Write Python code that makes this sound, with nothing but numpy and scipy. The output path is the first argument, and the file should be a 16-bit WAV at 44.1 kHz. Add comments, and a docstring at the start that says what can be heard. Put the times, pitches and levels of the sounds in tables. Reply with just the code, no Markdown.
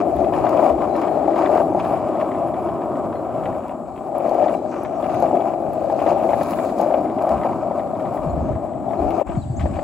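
"""Hard skateboard wheels roll over rough asphalt, heard from above by a hand-held phone with two ports.
Random impulses from the stones excite modes of deck and trucks; single bursts make knocks, clacks and snaps.
Bands of noise make the wheel hiss, scrapes, wind and insects; falling sines pop the ports.
Small birds far off are short gliding sines, convolved with decaying noise for the smear of the trees.
"""
import sys
import numpy as np
from scipy import signal
from scipy.fft import rfft, irfft, next_fast_len
from scipy.io import wavfile
from scipy.ndimage import uniform_filter1d

SR = 44100
rng = np.random.default_rng(int(sys.argv[2]) if len(sys.argv) > 2 else 0)


def inscribe(sig):
    """Save sig as 16-bit PCM at rate SR to the path in sys.argv[1].

    A 1-D sig is mono; a 2-D sig holds one channel per row.
    Samples are clipped to [-1, 1] before scaling.
    """
    pcm = np.round(np.clip(np.atleast_2d(sig).T, -1, 1) * 32767)
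    wavfile.write(sys.argv[1], SR, pcm.astype(np.int16))


N = 433503

# Modes and noise bands, all with columns: centre f/Hz, width of one filter pass/Hz, relative level/dB
LOW_BENDING_MODES = [(265.2, 123, 0)]  # lowest bending of the deck
BENDING_MODES = [(329.7, 122.6, 3), (483, 47, -14)]  # upper bending of the deck
DECK_MODES = [(592.2, 187, 1), (682.7, 200, 0.5), (791.5, 134, -1.5)]  # main ring of the wooden deck
PLATE_MODES = [(951, 243, -0.5), (1232, 287, -10), (1560, 120, -20.5)]  # upper plate modes
TRUCK_MODES = [(1583, 980, 4), (2343, 246, 5.5), (2620, 590, 1)]  # metal of the trucks
WHEEL_BANDS = [(3880, 2800, 5), (5210, 1000, -4), (6160, 1100, 2.5)]  # hiss of the wheels
GRIT_BANDS = [(9700, 8700, -28), (9980, 1600, 4), (14400, 8800, -3.5)]  # grit of the road
SIZZLE_BAND = [(7480, 1800, 0)]  # top hiss of the wheels
RUMBLE_BANDS = [(89.5, 21, -6), (150.5, 199, -3)]  # wind rumble on the ports
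BUFFET_BANDS = [(51, 25, -5.5), (73.2, 10, 2)]  # deeper wind buffeting
INSECT_BAND = [(7850, 1300, 0)]  # insects in the grass

# Drive of the deck by the road, with speed and the weight on it: t/s, level/dB before the ducking
ROLL_LEVEL = [(0.0, -21.5), (0.46, -19.5), (0.66, -13.5), (0.76, -22.5), (1.48, -19.5), (1.56, -15.5),
              (1.67, -25), (1.78, -19.5), (1.83, -23), (1.94, -17), (2.0, -24), (2.02, -20.5),
              (3.12, -27.5), (3.5, -25.5), (3.97, -36.5), (4.13, -24), (4.44, -17.5), (4.68, -29),
              (5.17, -21), (5.23, -15), (5.53, -23), (5.78, -24.5), (6.1, -16.5), (6.41, -19), (6.43, -25),
              (6.65, -21), (6.68, -24), (6.95, -18), (7.09, -26.5), (7.28, -18), (7.45, -24), (7.47, -18),
              (7.56, -27.5), (7.64, -22.5), (8.82, -30), (8.9, -20.5), (8.95, -26.5), (9.2, -18.5),
              (9.25, -29), (9.28, -30), (9.5, -37.5), (9.66, -26), (9.69, -30.5), (9.83, -26)]
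# Bending of the deck: t/s, lower mode level/dB, upper modes level/dB
FLEX_LEVELS = [(0.0, -19, -21), (0.05, -41, -25), (0.66, -32, -21.5), (0.82, -34.5, -25.5),
               (1.51, -35.5, -23), (2.05, -32, -28.5), (3.45, -36, -31), (3.53, -29.5, -39),
               (3.91, -40, -40.5), (4.27, -35.5, -26), (4.98, -34.5, -35), (5.39, -30, -23.5),
               (5.42, -33.5, -30), (5.67, -35, -32), (6.21, -31, -26), (6.43, -29, -35.5),
               (6.84, -30.5, -30.5), (8.76, -34, -39.5), (9.04, -30, -25.5), (9.22, -45, -26.5),
               (9.39, -29, -35), (9.42, -44, -48), (9.66, -31.5, -32.5), (9.83, -38, -32)]
# Hardware on smooth road: t/s, truck rattle level/dB, upper plate level/dB, grit level/dB
RATTLE_LEVELS = [(0, -54.5, -37, -64), (1.7, -54, -36.5, -63.5), (2.0, -51, -34, -64),
                 (3.0, -58.5, -35, -66.5), (3.7, -54, -37.5, -65), (3.78, -64.5, -44.5, -71.5),
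                 (4.65, -60, -44, -66), (5.6, -58, -41, -67), (6.7, -51.5, -37, -54.5),
                 (7.1, -57, -37, -66.5), (8.15, -55.5, -35, -64.5), (8.8, -65.5, -45.5, -71),
                 (9.25, -54, -38.5, -66), (9.5, -71, -55, -77), (9.7, -52.5, -43, -68),
                 (9.83, -53, -43, -72)]
# Hiss of the wheels: t/s, level/dB
HISS_LEVEL = [(0.0, -57), (0.05, -70), (0.16, -60), (0.33, -64), (0.35, -56), (0.68, -57), (0.74, -66),
              (1.04, -58), (1.07, -67), (1.31, -63), (1.37, -56), (1.61, -59), (1.72, -69), (1.8, -57),
              (2.16, -67), (2.22, -62), (2.25, -69), (3.7, -72), (3.75, -74), (4.24, -65), (4.27, -60),
              (4.71, -64), (4.98, -64), (5.17, -52), (5.31, -61), (5.67, -68), (6.1, -53.5), (6.19, -62),
              (6.41, -52.5), (6.71, -55), (6.74, -60), (6.81, -53), (6.84, -56), (7.06, -67), (7.28, -61),
              (7.56, -65), (8.13, -64.5), (8.76, -75), (9.17, -57), (9.25, -71), (9.42, -63), (9.58, -67),
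              (9.6, -60), (9.64, -60), (9.8, -65), (9.83, -56)]
# Where the phone points: t/s, left minus right level/dB before each layer takes its share
LEAN = [(0.0, 10.5), (1.53, 9.5), (1.78, 5.5), (3.5, 4.5), (4.24, 8.5), (7.01, 7.5), (7.23, 5), (8.84, 8.5),
        (9.53, 17.5), (9.83, 8)]
# Coarse stretches of road: start t/s, length/s, extra rattle level/dB, extra grit level/dB
# (negative extras have no effect)
COARSE_ROAD = [(0, 0.013, 12, 2), (.33, 0.37, 10, 5), (.81, 0.048, 7, 2), (.95, 0.13, 9.5, 2),
               (1.345, 0.14, 9, 4.5), (1.5, 0.12, 9, 6), (1.79, 0.2, 5.5, 3.5), (2.2, 0.016, 10.5, 3),
               (2.3, 0.041, 0, 4), (3.43, 0.029, -2, 3), (3.955, 0.14, 2.5, 2), (4.15, 0.4, 11.5, 5),
               (4.72, 0.18, 9, 0.5), (4.9, 0.087, 6.5, 0), (5.0, 0.32, 11.5, 5.5), (5.29, 0.25, 8.5, 3.5),
               (5.8, 0.16, 2.5, 1), (5.99, 0.14, 9, 4.5), (6.15, 0.092, 7.5, 1.5), (6.29, 0.36, 7.5, 5),
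               (6.8, 0.16, 5, 0.5), (7.21, 0.29, 7, 5), (8.9, 0.34, 5.5, 4.5), (9.275, 0.063, 7, -6),
               (9.36, 0.026, 4.5, -8), (9.6, 0.018, 3, 11), (9.657, 0.008, 8, 3), (9.73, 0.012, 1, 1)]

# Big stones under a wheel: t/s, deck peak level/dB
KNOCKS = [(0.324, -12), (0.373, -11), (0.44, -9), (0.582, -8), (0.629, -6), (1.278, -8), (1.413, -12),
          (1.493, -8), (1.557, -8), (1.602, -8), (1.722, -12), (1.748, -8), (4.201, -13), (4.283, -11),
          (4.313, -11), (4.461, -10), (4.618, -16), (4.833, -16), (5.03, -13), (5.225, -4), (5.33, -8),
          (5.397, -10), (5.537, -12), (5.603, -16), (5.899, -9), (6.017, -9), (6.063, -7), (6.116, -7),
          (6.291, -8), (6.333, -6), (6.412, -10), (6.796, -10), (6.817, -9), (6.83, -8), (6.862, -10),
          (6.902, -10), (6.941, -9), (7.27, -11), (7.449, -10), (7.711, -11), (8.147, -17), (8.907, -13),
          (9.214, -10), (9.292, -19), (9.657, -13), (9.788, -16)]
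# Clacks of the trucks: t/s, peak level/dB of the main band, its f/Hz
CLACKS = [(0.0922, -39, 1640), (0.166, -39, 1670), (0.188, -44, 1530), (0.2433, -37.5, 2330),
          (0.2828, -40, 2080), (0.3342, -28, 1530), (0.4414, -38, 1520), (0.465, -26.5, 1500),
          (0.5317, -37, 1590), (0.5727, -35, 2320), (0.6315, -37, 1520), (0.818, -35, 1960),
          (0.839, -38, 1560), (0.9507, -30, 1630), (1.0172, -36, 2230), (1.0335, -31, 1590),
          (1.0794, -34, 1680), (1.2555, -42, 1500), (1.276, -36, 1540), (1.306, -35.5, 1580),
          (1.3313, -33, 1570), (1.358, -27.5, 1550), (1.4227, -29, 1510), (1.458, -23.5, 1810),
          (1.5259, -45, 1550), (1.5755, -31, 1580), (1.778, -40, 1630), (1.7984, -30, 2370),
          (1.8467, -34, 1590), (1.924, -38, 1980), (2.1296, -44, 1520), (2.153, -38, 1890),
          (2.1695, -37, 1640), (2.211, -29.5, 1820), (2.3146, -31, 1810), (2.3471, -37, 1590),
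          (2.54, -35, 1680), (2.6868, -37, 1750), (2.817, -36, 1560), (2.9533, -39, 1680),
          (3.0405, -47, 1630), (3.1257, -37, 1510), (3.1537, -39, 1520), (3.4351, -35.5, 1550),
          (3.4555, -29, 2040), (3.524, -41, 1540), (3.692, -36, 2250), (3.9599, -47, 2540),
          (3.9754, -42, 2400), (4.1435, -47, 1530), (4.2007, -43, 2390), (4.259, -36, 1500),
          (4.2906, -39, 1500), (4.343, -40, 1710), (4.4205, -41, 1500), (4.44, -32, 1530),
          (4.4817, -29.5, 1690), (4.7606, -45, 2090), (4.8488, -29.5, 1540), (5.025, -37, 1990),
          (5.0404, -33, 2110), (5.0954, -37, 2330), (5.1425, -32, 2290), (5.2565, -37, 1490),
          (5.2864, -39, 1540), (5.351, -35, 1690), (5.3686, -37, 2330), (5.4051, -39, 2350),
          (5.4495, -45, 1500), (5.8995, -35, 1570), (5.9993, -35, 2280), (6.0651, -27, 1510),
          (6.2903, -32, 2070), (6.3175, -35, 1930), (6.333, -26, 1580), (6.408, -29.5, 1580),
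          (6.522, -39, 1770), (6.532, -29, 2260), (6.556, -43, 1500), (6.5868, -27, 1810),
          (6.6932, -36, 1590), (6.8423, -41, 1660), (6.91, -37, 1730), (6.9386, -30.5, 2310),
          (7.056, -40, 1650), (7.0983, -34.5, 1930), (7.1846, -48, 1500), (7.1846, -40, 2360),
          (7.2695, -38, 1840), (7.291, -36, 1510), (7.3532, -39, 1540), (7.4123, -38, 1710),
          (7.433, -30, 1660), (7.5217, -36, 1750), (7.6311, -44, 1530), (7.7109, -42, 1740),
          (7.7937, -32.5, 1510), (7.9503, -40, 1830), (8.0022, -37, 1850), (8.0531, -36, 1870),
          (8.1718, -37, 1810), (8.5285, -45, 1590), (8.552, -40, 1570), (8.6906, -53, 1660),
          (8.7327, -46, 2000), (8.9082, -40, 1990), (8.9316, -37, 1550), (9.1057, -36, 2400),
          (9.1965, -39, 2280), (9.265, -50, 1630), (9.2726, -49, 2370), (9.293, -41, 2440),
          (9.3506, -40, 2200), (9.5926, -37, 1700), (9.594, -35, 1580), (9.6051, -31, 1720),
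          (9.657, -37, 1600), (9.7355, -43, 2330), (9.7578, -40, 2260), (9.7892, -36, 2330)]
# Snaps of grit: t/s, peak level/dB of the bright part, dull part level/dB re bright
SNAPS = [(0.1625, -39, -11), (0.493, -38, 4), (0.9642, -40, 2), (1.0156, -45, 7), (1.6282, -45, -9),
         (3.681, -50, 4), (4.1824, -35, -14), (4.294, -45, 7), (4.344, -41, -2), (4.834, -34, -17),
         (5.1422, -41, -3), (5.2026, -38, -4), (5.224, -41, 7), (5.537, -54, 5), (5.733, -39, -13),
         (6.3584, -44, -9), (6.4328, -31, -2), (6.5081, -31, -3), (6.56, -43, -7), (6.786, -43, 8),
         (6.813, -34, 2), (7.2225, -44, 5), (7.2684, -43, -2), (7.2918, -44, 10), (9.1057, -41, 4)]
# Rough scrapes and swishes: start t/s, length/s, centre f/Hz, width of one filter pass/Hz, peak level/dB
SCRAPES = [(4.68, 0.31, 6000, 1300, -49), (8.887, .045, 3400, 500, -52), (9.596, .05, 2090, 1900, -34.5)]

# Air round the ports between gusts: t/s, rumble level/dB, buffeting level/dB, before the ports share it
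WIND_LEVELS = [(0, -38, -48), (3.5, -38, -52.5), (3.9, -44.5, -55), (5.3, -39, -53.5), (6.4, -38, -52),
               (6.75, -46, -46), (7.25, -39.5, -54), (7.6, -37.5, -54), (9.83, -37.5, -45)]
# Gusts on the ports: start t/s, length/s, extra rumble level/dB, extra buffeting level/dB
# (negative extras have no effect)
GUSTS = [(0, 0.42, 4, 9.5), (.71, 0.039, 0, 13), (1.422, .06, -2, 0), (5.154, 0.076, -9, 10),
         (7.317, 0.066, 6.5, 13), (8.194, 0.35, 1.5, 17), (8.998, 0.074, -1.5, 16), (9.233, 0.071, 3, 15),
         (9.347, 0.019, 0, 17), (9.42, 0.15, 2, 14), (9.566, 0.094, 8, 18), (9.7, 0.065, -2, 12)]
# Pops of a port by hard gusts: start t/s, peak level/dB, first f/Hz, last f/Hz, length/s,
# left minus right level/dB (a quarter of its size is added to the louder port's peak)
POPS = [(8.251, -23, 55, 40, .03, -1), (8.262, -18, 190, 130, .028, 4), (8.285, -22, 95, 70, .03, 0),
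        (8.325, -22, 80, 55, .035, -7), (8.36, -21, 170, 130, .035, 0), (8.422, -21, 100, 75, .035, 0),
        (8.5, -23, 120, 100, .035, 0), (8.548, -21, 150, 70, .025, 0), (9.289, -21, 222, 160, .017, 3),
        (9.368, -12.5, 270, 50, .031, 3), (9.42, -24, 90, 60, .03, 1), (9.453, -24, 130, 90, .022, 0),
        (9.496, -15.5, 150, 100, .028, 2), (9.525, -23, 110, 90, .03, 0), (9.574, -20, 110, 60, .035, 0),
        (9.604, -20, 110, 110, .023, 0), (9.624, -12, 85, 58, .047, 1), (9.75, -23, 90, 70, .035, 0)]
# Insects: t/s, level/dB before the flutter
INSECT_LEVEL = [(0, -67), (3.9, -67.5), (9.1, -66), (9.3, -57), (9.83, -56.5)]
# Bird whistles: start t/s, length/s, first f/Hz, last f/Hz, peak level/dB before flutter and trees
BIRDS = [(0.883, .1, 3940, 4120, -61), (1.045, .14, 4170, 4200, -64), (1.69, .08, 6300, 6350, -66),
         (3.148, 0.053, 4200, 4100, -59), (3.90, .06, 4220, 4120, -72), (4.543, 0.066, 4120, 3930, -64),
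         (4.945, .045, 6500, 6350, -63), (4.95, .035, 5600, 5600, -63), (8.18, 0.083, 5700, 5700, -72),
         (8.287, 0.028, 4300, 4260, -60), (8.295, 0.025, 6600, 7500, -58), (8.335, .09, 4230, 4180, -71),
         (8.41, .14, 6400, 6300, -67), (8.862, .11, 5720, 5720, -71), (8.97, 0.041, 4240, 4080, -62),
         (9.36, .015, 6300, 7200, -62), (9.37, 0.032, 4460, 4330, -58), (9.416, 0.02, 4260, 3730, -51),
         (9.435, .016, 3500, 2700, -58), (9.395, .055, 4330, 4500, -63), (9.457, .045, 3450, 3600, -67),
         (9.46, .1, 4600, 4550, -69), (9.564, .012, 5970, 7000, -48), (9.573, .017, 6900, 7500, -49),
         (9.758, .07, 4400, 4700, -62), (9.78, .045, 4250, 4250, -67), (9.755, .015, 3900, 3920, -61)]

# Gap under the deck's ring, from its start on: start t/s, centre f/Hz, width/Hz, mean depth of a pass (0-1)
HOLLOW = (9.25, 465, 170, .66)
# The level dips briefly: start t/s, deepest t/s, end t/s, level/dB at the deepest
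DIP = (9.222, 9.238, 9.268, -20)
# Phase by which the left port leads; in the treble it falls behind, unevenly: f/Hz, phase/rad
PORT_PHASE = [(0, 0), (860, -.2), (2930, 1), (3800, .2), (7150, .1), (8700, -3), (9300, -3.3),
              (13200, -9.42), (16000, -13.6)]

COARSE_RISE_S, COARSE_FALL_S = 0.005, 0.0069
PLATE_SHARE = 0.79  # how much of the extra rattle, in dB, reaches the plate
SIZZLE_DB = -2  # re grit
CRUNCH_S, CRUNCH_DB = 0.006, -9
DUCK_S, DUCK_DB = 0.011, -9
KNOCK_LEAD_S = 0.0015  # the ring builds up before it is heard
KNOCK_LOW_DB = -13.5  # bending mode, re knock
CLACK_RISE_S = 0.0035
CLACK_TOP_HZ, CLACK_TOP_DB = 2670, -8  # bright edge, re clack
CLACK_BODY_HZ, CLACK_BODY_DB = 1180, 0  # answer of the plate, re clack
BOUNCE_MIN_S, BOUNCE_MAX_S, BOUNCE_DB, CHATTER_DB = 0.005, 0.011, -8, -3
SCRAPE_ROUGH_DB = 3.5
GUST_RISE_S, GUST_FALL_S, GUST_WAVER_DB = 0.013, 0.072, 2.5
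GLIDE_POWER = 0.6  # a whistle makes most of its glide early
TREES_S, TREES_DB = 0.03, -4
LOW_CUT_HZ, TOP_HZ = 48, 15800


def road_pushes():
    """Impulsive excitation: texture under both axles drives the board; rough patches lift all the stones."""
    patches = walk(30)
    front, rear = (stones(rate=1600, spread_db=2.0) * undb(patches) for _ in range(2))
    loose = stones(rate=2000, spread_db=4.2) * undb(1.5 * patches + 1.5 * walk(13))
    fine, finer = (stones(rate=4600, spread_db=3.3) * undb(1.7 * patches + 2.0 * walk(22))
                   for _ in range(2))
    # dozens of short random noise bursts a second roughen the rattle
    bursts = np.convolve(np.abs(stones(rate=45, spread_db=2.0)), np.hanning(int(CRUNCH_S * SR)), "same")
    crunch = rng.standard_normal(N) * bursts * undb(CRUNCH_DB)
    return front, rear, loose, fine, finer, crunch


def knock_ducking():
    """Ducking: the deck's random ring is lowered around each knock, most just before it."""
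    duck = np.zeros(N)
    for s, _ in KNOCKS:
        add(duck, s - 1.4 * DUCK_S, np.hanning(int(2 * DUCK_S * SR)), 0)
    return DUCK_DB * duck


def board():
    """Modal superposition: the road's impulses excite the bodies of deck, trucks, wheels and grit."""
    front, rear, loose, fine, finer, crunch = road_pushes()
    deck_db, = curves(ROLL_LEVEL)
    low_db, bend_db = curves(FLEX_LEVELS)
    truck_db, plate_db, grit_db = curves(RATTLE_LEVELS)
    wheel_db, = curves(HISS_LEVEL)
    pan_db, = curves(LEAN)
    shake_db, bright_db = swells(COARSE_ROAD, COARSE_RISE_S, COARSE_FALL_S)
    # (modes, push, level/dB, share of the pan, scattered share)
    layers = [
        (LOW_BENDING_MODES, rear + 0.32 * front, low_db, 0.25, 0.2),
        (BENDING_MODES, rear + 0.71 * front, bend_db, 0.25, 0.15),
        (DECK_MODES, front, deck_db + knock_ducking(), 1.05, 0.1),
        (PLATE_MODES, rear + 0.43 * front + 0.6 * loose, plate_db + PLATE_SHARE * shake_db, 0.3, 0.1),
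        (TRUCK_MODES, loose + 0.29 * front + crunch, truck_db + shake_db, 0.6, 0.35),
        (WHEEL_BANDS, fine + 1.96 * loose, wheel_db, 0.3, 0.7),
        (GRIT_BANDS, finer + 0.4 * fine, grit_db + bright_db, 0.02, 0.35),
        (SIZZLE_BAND, fine + 0.1 * finer, grit_db + bright_db + SIZZLE_DB, 0.02, 0.2)]
    out = 0
    for modes, push, db, lean, scatter in layers:
        # the ground and the legs scatter a share that differs between the ports
        wide = ring(rng.standard_normal(N), modes) * np.array([[1], [-1]])
        direct = pan(ring(push, modes, waver_db=1.07), lean * pan_db)
        out = out + undb(db) * (direct + scatter * wide)
    return out


def knocks():
    """Impulse response: a push of about a millisecond sets off the deck's ring and its bending mode."""
    deck, bending = np.zeros((2, N))
    push = np.pad(np.hanning(40), (0, 1500))
    bend_hz, bend_width, _ = BENDING_MODES[0]
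    for s, db in KNOCKS:
        # each stone meets the modes differently
        body = sum(undb(mode_db + 2.3 * rng.standard_normal()) * band(push, hz, width, order=3)
                   for hz, width, mode_db in DECK_MODES)
        add(deck, s - KNOCK_LEAD_S, body, db)
        add(bending, s, band(push, bend_hz, bend_width), db + KNOCK_LOW_DB)
    return deck, bending


def clacks():
    """Repeated impact: the loose axle strikes, bounces once and chatters out through three bands."""
    out = np.zeros(N)
    for s, db, hz in CLACKS:
        strike = puff(0.0021) * np.minimum(np.arange(1500) / SR / CLACK_RISE_S, 1)
        delay = int(SR * rng.uniform(BOUNCE_MIN_S, BOUNCE_MAX_S))
        bounce = undb(BOUNCE_DB) * np.roll(strike, delay)
        chatter = undb(CHATTER_DB) * puff(0.0085) * (rng.random(1500) < 0.1)
        jolt = strike + bounce + chatter
        add(out, s, band(jolt, hz, 1400, order=4), db)
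        add(out, s, band(jolt, CLACK_TOP_HZ, 1800, order=4), db + CLACK_TOP_DB)
        add(out, s, band(jolt, CLACK_BODY_HZ, 310), db + CLACK_BODY_DB)
    return out


def scrapes():
    """Friction noise: a band of noise whose level fluctuates rapidly within a rise and fall."""
    out = np.zeros(N)
    for s, length, hz, width, db in SCRAPES:
        rub = (rng.standard_normal(N) * undb(SCRAPE_ROUGH_DB * walk(250)))[:int(length * SR)]
        envelope = np.interp(np.linspace(0, 1, len(rub)), [0, 0.06, 0.45, 1], [0, 0.85, 0.8, 0])
        add(out, s, band(rub * envelope, hz, width), db)
    return out


def snaps():
    """Transient radiation: each bit of grit is a dying noise burst with a bright and a dull band."""
    out = np.zeros(N)
    for s, db, dull_db in SNAPS:
        tick = puff(0.0024)
        add(out, s, band(tick, 11000, 4500), db)
        add(out, s, band(tick, 5500, 7800), db + dull_db)
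    return out


def hits():
    """Level panning: knocks follow the phone's lean, bending and hardware by a share, snaps stay central."""
    deck, bending = knocks()
    pan_db, = curves(LEAN)
    return pan(deck, pan_db) + pan(bending + clacks() + scrapes(), 0.56 * pan_db) + snaps()


def pops():
    """Low-frequency pressure pulses: hard gusts thump the ports, most of them falling in pitch."""
    out = np.zeros((2, N))
    for s, peak_db, hz0, hz1, length, side_db in POPS:
        along = np.linspace(0, 1, int(length * SR))
        hz = hz0 * (hz1 / hz0) ** along
        pop = np.sin(2 * np.pi * np.cumsum(hz) / SR) * np.sin(np.pi * along ** 0.7)
        sides = undb(np.array([[side_db], [-side_db]]) / 2)
        add(out, s, pop * sides, peak_db + abs(side_db) / 4)
    return out


def wind():
    """Partial coherence: rumble and deeper buffeting are noise partly shared by the two ports."""
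    out = 0
    gusts = swells(GUSTS, GUST_RISE_S, GUST_FALL_S)
    for db, gust_db, modes in zip(curves(WIND_LEVELS), gusts, (RUMBLE_BANDS, BUFFET_BANDS)):
        left, right, both = (ring(rng.standard_normal(N), modes) for _ in range(3))
        level = undb(db + gust_db + GUST_WAVER_DB * walk(9))
        out = out + level * (1.02 * np.array([left, right]) + 0.88 * both)
    return out


def insects():
    """Narrow-band noise: a fluttering hiss, nearly the same at both ports."""
    hiss = np.array([ring(rng.standard_normal(N), INSECT_BAND) for _ in range(3)])
    level_db, = curves(INSECT_LEVEL)
    return undb(level_db + 1.3 * walk(15)) * (hiss[0] + 0.098 * hiss[1:])


def birds():
    """Frequency modulation and scattering: gliding whistles are smeared by the trees."""
    whistles = np.zeros(N)
    waver = np.pad(1 + 0.007 * walk(70), (0, SR), mode="edge")
    for s, length, hz0, hz1, db in BIRDS:
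        along = np.linspace(0, 1, int(length * SR))
        glide = hz0 + (hz1 - hz0) * along ** GLIDE_POWER
        hz = glide * waver[int(s * SR):][:len(along)]
        envelope = np.abs(np.sin(np.pi * along ** 0.71)) ** 0.5
        add(whistles, s, np.sin(2 * np.pi * np.cumsum(hz) / SR) * envelope, db)
    t = np.arange(SR // 5) / SR
    echoes = rng.standard_normal((2, len(t))) * np.exp(-t / TREES_S) / np.sqrt(TREES_S * SR / 2)
    trees = signal.fftconvolve(whistles[None], echoes, axes=1)[:, :N]
    return whistles * undb(2.2 * walk(70)) + undb(TREES_DB) * trees


def undb(db):
    """Level: amplitude ratio of a level in dB."""
    return 10 ** (np.asarray(db) / 20)


def curves(table):
    """Linear interpolation: the columns of a table as sample-by-sample lines."""
    s, *columns = np.transpose(table)
    return [np.interp(np.arange(N) / SR, s, column) for column in columns]


def swells(table, rise_s, fall_s):
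    """Envelopes: positive dB values rise, hold and fall; negative ones have no effect, the largest wins."""
    t = np.arange(N) / SR
    out = np.zeros((len(table[0]) - 2, N))  # one line for each level column
    for s, length, *dbs in table:
        shape = np.interp(t, [s - rise_s, s, s + length, s + length + fall_s], [0, 1, 1, 0])
        out = np.maximum(out, np.outer(dbs, shape))
    return out


def band(x, hz, width, order=2):
    """Resonance: one band-pass, repeated to be steeper."""
    b, a = signal.iirpeak(hz, hz / width, fs=SR)
    for _ in range(order):
        x = signal.lfilter(b, a, x)
    return x


def ring(x, modes, waver_db=0):
    """Modal sum of rms 1; with a waver, each mode swells and sinks at random on its own."""
    y = 0
    for k, (hz, width, db) in enumerate(modes):
        if waver_db:
            db = db + waver_db * walk(3)
        y = y + (-1) ** k * undb(db) * band(x, hz, width)
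    return y / np.sqrt(np.mean(y ** 2))


def stones(rate, spread_db):
    """Random impulse train: rate/Hz bumps, a few bigger than the rest, none over four spreads."""
    at, sign, size = rng.random((int(rate * N / SR), 3)).T
    out = np.zeros(N)
    size_db = spread_db * np.minimum(-np.log(1 - size), 4)
    out[(at * N).astype(int)] = np.sign(sign - 0.5) * undb(size_db)
    return out


def walk(rate):
    """Slow random fluctuation: values drawn every 1 / rate s and joined by straight slopes."""
    k = int(SR / rate)
    return uniform_filter1d(np.repeat(rng.standard_normal(N // k + 1), k), k)[:N]


def puff(decay_s):
    """Exponential decay: a short dying burst of noise."""
    t = np.arange(1500) / SR
    return rng.standard_normal(len(t)) * np.exp(-t / decay_s)


def add(out, s, burst, db):
    """Superposition: lays a burst with this peak level at time s."""
    i = int(s * SR)
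    burst = burst[..., :N - i]
    out[..., i:i + burst.shape[-1]] += undb(db) * burst / np.abs(burst).max()


def pan(x, db):
    """Level difference: left and right around the same mean amplitude."""
    right = 2 / (1 + undb(db))
    return x * np.array([2 - right, right])


def hollow(x):
    """Band subtraction: late on, a gap of wavering depth opens under the deck's ring."""
    s, hz, width, depth = HOLLOW
    depth = np.clip(depth * (1 + 0.4 * walk(18)), 0, 1)
    for _ in range(2):
        x = x - depth * (np.arange(N) > s * SR) * band(x, hz, width, order=1)
    return x


def scene():
    """Superposition: rolling and wind with the gap, then hits, pops, insects and birds."""
    return hollow(board() + wind()) + hits() + pops() + insects() + birds()


def record(dry):
    """Reception: the ports differ in phase, the level dips once, peaks are rounded, both ends are cut."""
    size = next_fast_len(N + 4096)
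    phase = np.interp(np.arange(size // 2 + 1) * SR / size, *np.transpose(PORT_PHASE))
    turn = np.exp(0.5j * np.array([phase, -phase]))  # half the difference to each port
    ports = irfft(rfft(dry, size) * turn, size)[:, :N]
    ports = ports * undb(np.interp(np.arange(N) / SR, DIP[:3], [0, DIP[3], 0]))
    low_cut = signal.butter(2, LOW_CUT_HZ, "high", fs=SR, output="sos")
    ports = signal.sosfilt(low_cut, ports) / 0.98
    ports = np.tanh(ports + ports ** 3 / 3) * 0.98  # only the loudest peaks are rounded
    top_cut = signal.ellip(10, 0.2, 80, TOP_HZ, fs=SR, output="sos")
    return signal.sosfilt(top_cut, ports)


dry = scene()
out = record(dry)
inscribe(out)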